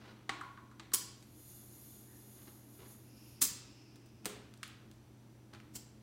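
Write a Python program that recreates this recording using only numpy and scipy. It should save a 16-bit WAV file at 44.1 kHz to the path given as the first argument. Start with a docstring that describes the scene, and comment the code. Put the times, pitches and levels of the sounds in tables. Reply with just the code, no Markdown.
"""An air chuck tops up a car tyre in an open garage: it taps onto the valve, spits as it seats, hisses thinly while
air flows and spits again as it comes off. It is dropped on the concrete; a gauge is picked up and pressed on.
Hits are coloured noise bursts and air is shaped noise; blows on the valve add falling chirps and wheel ringing.
Soles and cloth rub, with a faint squeak, a mains hum, a fan and one burst of insects under the garage's echo."""
import sys
import numpy as np
from scipy import signal
from scipy.fft import rfft, irfft
from scipy.io import wavfile

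SR = 44100
rng = np.random.default_rng(int(sys.argv[2]) if len(sys.argv) > 2 else 0)


def persist_wave(psi):
    """Save psi, clipped to +-1, as 16-bit WAV."""
    counts = np.round(np.clip(psi, -1, 1) * 32767).astype(np.int16)
    wavfile.write(sys.argv[1], SR, np.atleast_2d(counts).T)


N = 265570
TIME = np.arange(N) / SR
FREQS = np.fft.rfftfreq(8192, 1 / SR) + 1  # the 1 Hz offset keeps logs and divisions finite

# Chuck against the valve. Each row: start in seconds, click level in dB, brightness in dB per octave,
# wheel chirp level in dB.
VALVE_TAPS = [(0.2931, -29, -1.73, -37.5), (0.4103, -55, 12.5, -38), (0.574, -45, -5.5, -50),
              (0.713, -63, 0.5, -57), (0.7967, -42, -1, -56.5), (0.918, -56, 5, -51), (0.934, -64, -5, -43),
              (1.225, -55.5, 5.5, -83)]


def undb(db):
    """Decibels to gain."""
    return 10 ** (np.asarray(db) / 20)


def unit(x):
    """Scale to rms 1."""
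    return x / np.sqrt(np.mean(x ** 2))


def noise():
    """White noise over the whole scene."""
    return rng.standard_normal(N)


def walk(rate):
    """Slow random drift with a spread near 1, through 'rate' random points a second."""
    knots = rng.standard_normal(4000)
    return np.interp(TIME * rate, np.arange(len(knots)), knots)


def colour(points, tilt_db=0):
    """Gain over frequency from (Hz, dB) points, tilted per octave."""
    hz, db = np.transpose(points)
    level_db = np.interp(np.log(FREQS), np.log(hz), db)
    return undb(level_db + tilt_db * np.log2(FREQS))


def resonances(modes):
    """Gain over frequency of a set of (Hz, width in Hz, dB) peaks, summed in power."""
    power = 0
    for hz, width, db in modes:
        detuning = (FREQS - hz ** 2 / FREQS) / width
        power = power + undb(db) ** 2 / (1 + detuning ** 2)
    return np.sqrt(power)


def through(x, response):
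    """Convolve, keeping the length."""
    return signal.fftconvolve(x, response)[:len(x)]


def shape(x, gain):
    """Causal minimum-phase filter with the given relative gain curve; white noise keeps its power."""
    cepstrum = irfft(np.log(gain / gain.max() + 1e-5))
    half = len(cepstrum) // 2
    folded = np.r_[cepstrum[0], 2 * cepstrum[1:half]]
    response = irfft(np.exp(rfft(folded, 2 * half)))
    return through(x, response / np.linalg.norm(response))


def add(track, s, sound):
    """Mix a sound in from time s."""
    i = max(int(s * SR), 0)
    track[i:i + len(sound)] += sound[:N - i]


def swell(s, rise, hold, fall):
    """An envelope that opens up to time s, holds, and dies away; rise and fall are time constants."""
    opening = np.minimum(TIME - s, 0) / rise
    closing = np.maximum(TIME - s - hold, 0) / fall
    return np.exp(opening - closing)


def tail(t60, build):
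    """A second of dense echoes that build up and decay; energy 1."""
    t = TIME[:SR]
    echoes = rng.standard_normal(SR) * undb(-60 * t / t60) * (1 - np.exp(-t / build))
    return echoes / np.linalg.norm(echoes)


def clicks(rows, body, chatter_s, wet_db):
    """Hard contacts: a few milliseconds of chatter and its echo, coloured by the struck body."""
    out, t = np.zeros(N), TIME[:SR]
    for s, db, tilt_db, *_ in rows:
        chatter = rng.standard_normal(SR) * np.exp(-t / chatter_s)
        echo = undb(wet_db) * np.linalg.norm(chatter) * garage_tail()
        add(out, s, undb(db) * shape(chatter + echo, colour(body, tilt_db)))
    return out


def flow(waver_db=-2.4, open_s=0.08, close_s=.06, surge_db=4, surge_s=0.46):
    """Air stream: the valve opens gradually, stored hose pressure surges, settles, wavers and is shut off."""
    # Shots of air into the tyre. Each row: fully open time in seconds, length in seconds,
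    # settled level in dB ahead of the jet and ring mix.
    shots = [(1.388, 1.637, -61.5), (3.288, 0.05, -66)]
    strength = 0
    for s, length, db in shots:
        surge = surge_db * np.exp(-np.maximum(TIME - s, 0) / surge_s)
        strength = strength + undb(db + surge) * swell(s, open_s, length, close_s)
    return strength * undb(waver_db * walk(12))


def tube():
    """Gain over frequency of the chuck's straight stem, a pipe with evenly spaced resonances."""
    spacing_hz, reflection = 700, .42
    return 1 / np.abs(1 - reflection * np.exp(2j * np.pi * FREQS / spacing_hz))


def filling(ring_db=-7, jet_db=-2):
    """The steady jet in the valve is combed by the stem and sings in the narrow metal bores."""
    # Spectrum of the jet. Each row: frequency in Hz, relative level in dB.
    jet_spectrum = [(2500, -16), (3800, -7), (6000, -7.5), (6750, 1), (8000, -10), (9200, 0), (11500, 2),
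                    (13500, -1), (15000, -22.5), (15800, -4)]
    # Sharp resonances of the valve. Each row: frequency in Hz, width in Hz, relative level in dB.
    valve_modes = [(6690, 130, -6), (9080, 50, -6), (11200, 60, 0), (11950, 90, -1), (12630, 45, -2),
                   (13530, 45, -2)]
    jet = shape(noise(), colour(jet_spectrum) * tube())
    ring = shape(noise(), resonances(valve_modes))
    return (undb(jet_db) * jet + undb(ring_db) * ring) * flow()


def spits(rough_db=-3.5, fall_share=0.64, sag_s=0.063, into_tyre_db=-14.5, ring_t60=0.67, ring_db=-3):
    """Short jets past the rubber seal sag with the pressure; the part shot into the tyre rings on in there."""
    # Air escaping past the seal. Each row: start of the hold in seconds, level in dB, rise in seconds,
    # length in seconds, brightness in dB per octave.
    jets = [(0.9371, -27, 0.0012, 0.0075, 0.5), (0.9446, -21.5, 0.001, 0.0021, 2.5),
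            (3.4171, -26, 0.002, 0.027, 1.24), (5.762, -43, 0.0087, 0.005, -1)]
    # Spectrum of the jets. Each row: frequency in Hz, relative level in dB.
    spit_spectrum = [(130, -5), (300, -4.5), (550, -18.5), (1000, -12), (2000, -13.5), (3000, -9.5),
                     (4000, -7.5), (5500, -4.5), (7500, -0.5), (9500, -3.5), (11500, -6), (15800, -7)]
    # High resonances of the air inside the tyre. Each row: frequency in Hz, width in Hz, relative level in dB.
    tyre_modes = [(3830, 200, -19), (4520, 174, 5), (4890, 170, 10), (5840, 350, 0), (6780, 340, 0.5),
                  (7550, 76, 10), (9160, 250, -1)]
    outside, inside = 0, np.zeros(N)
    for s, db, rise, length, tilt_db in jets:
        pressure = np.exp(-np.maximum(TIME - s, 0) / sag_s)
        rough = noise() * undb(db + rough_db * walk(400))
        jet = rough * swell(s, rise, length, fall_share * length) * pressure
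        outside = outside + shape(jet, colour(spit_spectrum, tilt_db))
        add(inside, s, undb(into_tyre_db) * np.linalg.norm(jet) * tail(ring_t60, 0.0035))
    return garage(outside, wet_db=-7) + undb(ring_db) * shape(inside, resonances(tyre_modes))


def valve_clicks():
    """The chuck knocks on the valve in short bursts of chatter."""
    # Spectrum of a knock. Each row: frequency in Hz, relative level in dB.
    tap_spectrum = [(130, -23.5), (320, 0.5), (500, -20), (800, -3), (1400, -10), (2000, -2), (2900, -7.5),
                    (4100, -5), (5200, -15), (8000, -13.5), (10500, -26), (15800, -43)]
    return clicks(VALVE_TAPS, tap_spectrum, chatter_s=0.0051, wet_db=-6.5)


def wheel_chirps(start_hz=2400, end_hz=1040, glide_s=0.00262, ring_db=-1, ring_t60=0.63, scatter_db=-4):
    """Highs run round the wheel faster than lows: taps fall in pitch, scatter, then linger in the lowest notes."""
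    # Lowest ringing notes of the wheel. Each row: frequency in Hz, width in Hz, relative level in dB.
    wheel_modes = [(1003, 23, -3.5), (1104, 19, 0.5), (1416, 89, -9.5)]
    out, t = np.zeros(N), TIME[:SR]
    rise_s = .004
    hz = end_hz + (start_hz - end_hz) * np.exp(-t / glide_s)
    envelope = t / rise_s * np.exp(1 - t / rise_s)
    chirp = np.sin(2 * np.pi * np.cumsum(hz) / SR) * envelope
    for s, _, _, db in VALVE_TAPS:
        scattered = undb(scatter_db) * through(chirp, tail(0.16, 0.00076))
        ringing = shape(tail(ring_t60, 0.0094), resonances(wheel_modes))
        ring = undb(ring_db) * np.linalg.norm(chirp) * ringing
        add(out, s, undb(db) * (chirp + scattered + ring))
    return out


def bounces(count=4, gap_s=.0042, loss_db=4, dull_db=1):
    """Contacts with the concrete as (s, dB, brightness): each hit and its quick, weaker, duller rebounds."""
    # Chuck and hose coupling on the concrete. 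Each row: start in seconds, click level in dB,
    # brightness in dB per octave.
    floor_hits = [(3.958, -53, 0.5), (4.060, -59.5, 4), (4.247, -45, -0.5), (4.2564, -26, 1.5)]
    return [(s + k * gap_s, db - k * loss_db, tilt_db - k * dull_db)
            for s, db, tilt_db in floor_hits for k in range(count)]


def floor_clicks():
    """The dropped chuck and coupling strike and rebound as short bursts of chatter."""
    # Spectrum of a hit. Each row: frequency in Hz, relative level in dB.
    floor_spectrum = [(100, -7), (190, 7.5), (300, 5), (430, 4.5), (750, -2.5), (1050, -3.5), (1900, -4),
                      (4000, -5.5), (5600, -10), (7000, -7), (9200, -4.5), (10500, -14), (13300, -13),
                      (15800, -15.5)]
    return clicks(bounces(), floor_spectrum, chatter_s=0.0017, wet_db=-5)


def chuck_ring(ring_db=-23.0):
    """Every blow on the concrete sets the chuck ringing, each time in a slightly different mix."""
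    # Ringing of the dropped chuck and its hose. Each row: frequency in Hz, relative level in dB,
    # time to fall by 60 dB in seconds.
    chuck_modes = [(416, -4, 0.53), (1176, -12, 0.53), (3060, -14, 0.25), (6770, -7.5, 0.31),
                   (8732, -24, 0.23), (8909, -18, 0.13), (13100, -14.5, 0.21)]
    out, t = np.zeros(N), TIME[:SR]
    for s, hit_db, _ in bounces():
        for hz, db, t60 in chuck_modes:
            decay = np.exp(-np.log(1000) * t / t60)
            mode = np.sin(2 * np.pi * (hz * t + rng.random())) * decay
            add(out, s, undb(hit_db + ring_db + db + rng.standard_normal()) * mode)
    return out


def gauge_clicks():
    """The plastic gauge clicks in short bursts of chatter as it is handled."""
    # Contacts of the gauge. Each row: start in seconds, click level in dB, brightness in dB per octave.
    contacts = [(4.539, -53, 3), (4.575, -57, 5), (4.631, -33.5, -0.5), (4.635, -38, 1.5), (4.678, -49, 17),
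                (4.914, -53, 4.5), (5.5366, -51, 1.5), (5.548, -45.5, -5), (5.6015, -52, -2.5)]
    # Spectrum of a click. Each row: frequency in Hz, relative level in dB.
    gauge_spectrum = [(400, -31.5), (900, -14), (1250, 0.5), (2000, -2.5), (2900, -0.5), (4000, -2.5),
                      (5600, -8.5), (8000, -8.5), (11000, -14), (15800, -29)]
    return clicks(contacts, gauge_spectrum, chatter_s=0.0019, wet_db=-5.5)


def scuffs(grain_db=4, rise_share=0.31, fall_share=1.3):
    """Soles and cloth rub in small uneven slips, building and fading in shares of their length."""
    # Shoes and clothes. Each row: start of the hold in seconds, level in dB, length in seconds.
    rubs = [(.01, -59.5, 0.075), (2.373, -66, 0.034), (2.474, -57, 0.0083), (2.797, -59, 0.045),
            (5.535, -53, 0.0099)]
    rubbing = 0
    for s, db, length in rubs:
        rubbing = rubbing + undb(db) * swell(s, rise_share * length, length, fall_share * length)
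    grains = unit(noise() * undb(grain_db * walk(150)))
    rub_spectrum = [(150, 4.5), (430, 5.5), (700, -0.5), (1150, 1.5), (2000, -3.0), (4500, -8.5),
                    (8000, -23.5), (15000, -33)]  # Hz, relative dB
    return shape(rubbing * grains, colour(rub_spectrum))


def garage_tail(build_s=0.002):
    """The diffuse echo of the garage, noise whose treble dies first; energy 1."""
    # The garage's decay. Each row: frequency in Hz, time to fall by 60 dB in seconds.
    decay_times = [(200, 0.89), (600, 0.79), (1400, 0.81), (3700, 0.63), (7000, 0.45), (10000, 0.3),
                   (15000, 0.26)]
    hz, t, bins = signal.stft(rng.standard_normal(SR), SR, nperseg=256)
    t60 = np.interp(hz, *np.transpose(decay_times))[:, None]
    decaying = bins * undb(-60 * t / t60) * (1 - np.exp(-t / build_s))
    diffuse = signal.istft(decaying, SR)[1][:SR]
    return diffuse / np.linalg.norm(diffuse)


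def garage(x, wet_db):
    """A few near reflections, then the diffuse echo."""
    # Reflections off car body, floor and wall. Each row: delay in seconds,
    # gain relative to the direct sound.
    reflections = [(.0028, 0.19), (.0062, 0.085), (0.011, 0.31)]
    near = np.zeros(SR)
    near[0] = 1
    for delay, gain in reflections:
        near[int(delay * SR)] += gain
    return through(x, near / np.linalg.norm(near) + undb(wet_db) * garage_tail())


def far_squeak(s=2.095, hz=1780, db=-73):
    """A faint, brief squeak from somewhere outside: a narrow band of noise."""
    squeak = shape(noise(), resonances([(hz, 220, 0)]) ** 2)
    return undb(db) * swell(s, .02, 0.051, 0.076) * squeak


def insects(s=3.18, db=-68, rise_s=.1, hold_s=0.63, fall_s=0.35):
    """One burst of insect buzz outside: noise in broad bands with a rapid flutter."""
    # Bands of the buzz. Each row, ahead of the squaring: frequency in Hz, width in Hz, relative level in dB.
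    buzz_bands = [(2620, 700, -1), (5200, 1000, 0)]
    burst = undb(db) * swell(s, rise_s, hold_s, fall_s)
    return shape(noise(), resonances(buzz_bands) ** 2) * burst * undb(0.78 * walk(38))


def fan(drone_db=-63):
    """Broad drones of a fan and a thin steady hiss: noise through squared resonances."""
    # Drones and hiss. Each row, ahead of the squaring: frequency in Hz, width in Hz, relative level in dB.
    drones = [(91, 72, -2), (216.6, 15.8, 2.5), (304.8, 86, -0.5), (5900, 250, -12)]
    peaks = resonances(drones)
    return shape(noise(), peaks ** 2 / peaks.max()) * undb(drone_db)


def mains_hum(hz=120.7, db=-61.5):
    """A steady sine hum whose level drifts slightly."""
    return np.sqrt(2) * np.sin(2 * np.pi * hz * TIME) * undb(db + .5 * walk(3))


def outdoor_air(db=-64):
    """Coloured noise of the open air, drifting slowly in level."""
    # Spectrum of the air. Each row: frequency in Hz, relative level in dB.
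    air_spectrum = [(20, -26), (35, -11), (52, -5.5), (100, -2), (165, -7), (300, -7), (400, -9.5),
                    (470, -13.5), (830, -16.5), (1590, -23.5), (2730, -26), (4500, -28.5), (7000, -31.5),
                    (11100, -33.5), (15800, -37)]
    return shape(noise(), colour(air_spectrum)) * undb(db + 0.32 * walk(0.83))


def scene():
    """Everything at the wheel and on the floor, over the background."""
    air = spits() + garage(filling(), wet_db=-7.5)
    taps = valve_clicks() + wheel_chirps()
    drop = floor_clicks() + chuck_ring()
    handling = gauge_clicks() + garage(scuffs(), wet_db=-8.0)
    background = far_squeak() + insects() + fan() + mains_hum() + outdoor_air()
    return (air + taps + drop + handling + background)[None]


def record(dry):
    """The microphone sheds the deepest bass and the recorder cuts the top."""
    bass_hz, top_hz = 36, 15900
    lean = signal.sosfilt(signal.butter(4, bass_hz, "high", fs=SR, output="sos"), dry)
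    return signal.sosfilt(signal.ellip(10, .2, 70, top_hz, fs=SR, output="sos"), lean)


dry = scene()
out = record(dry)
persist_wave(out)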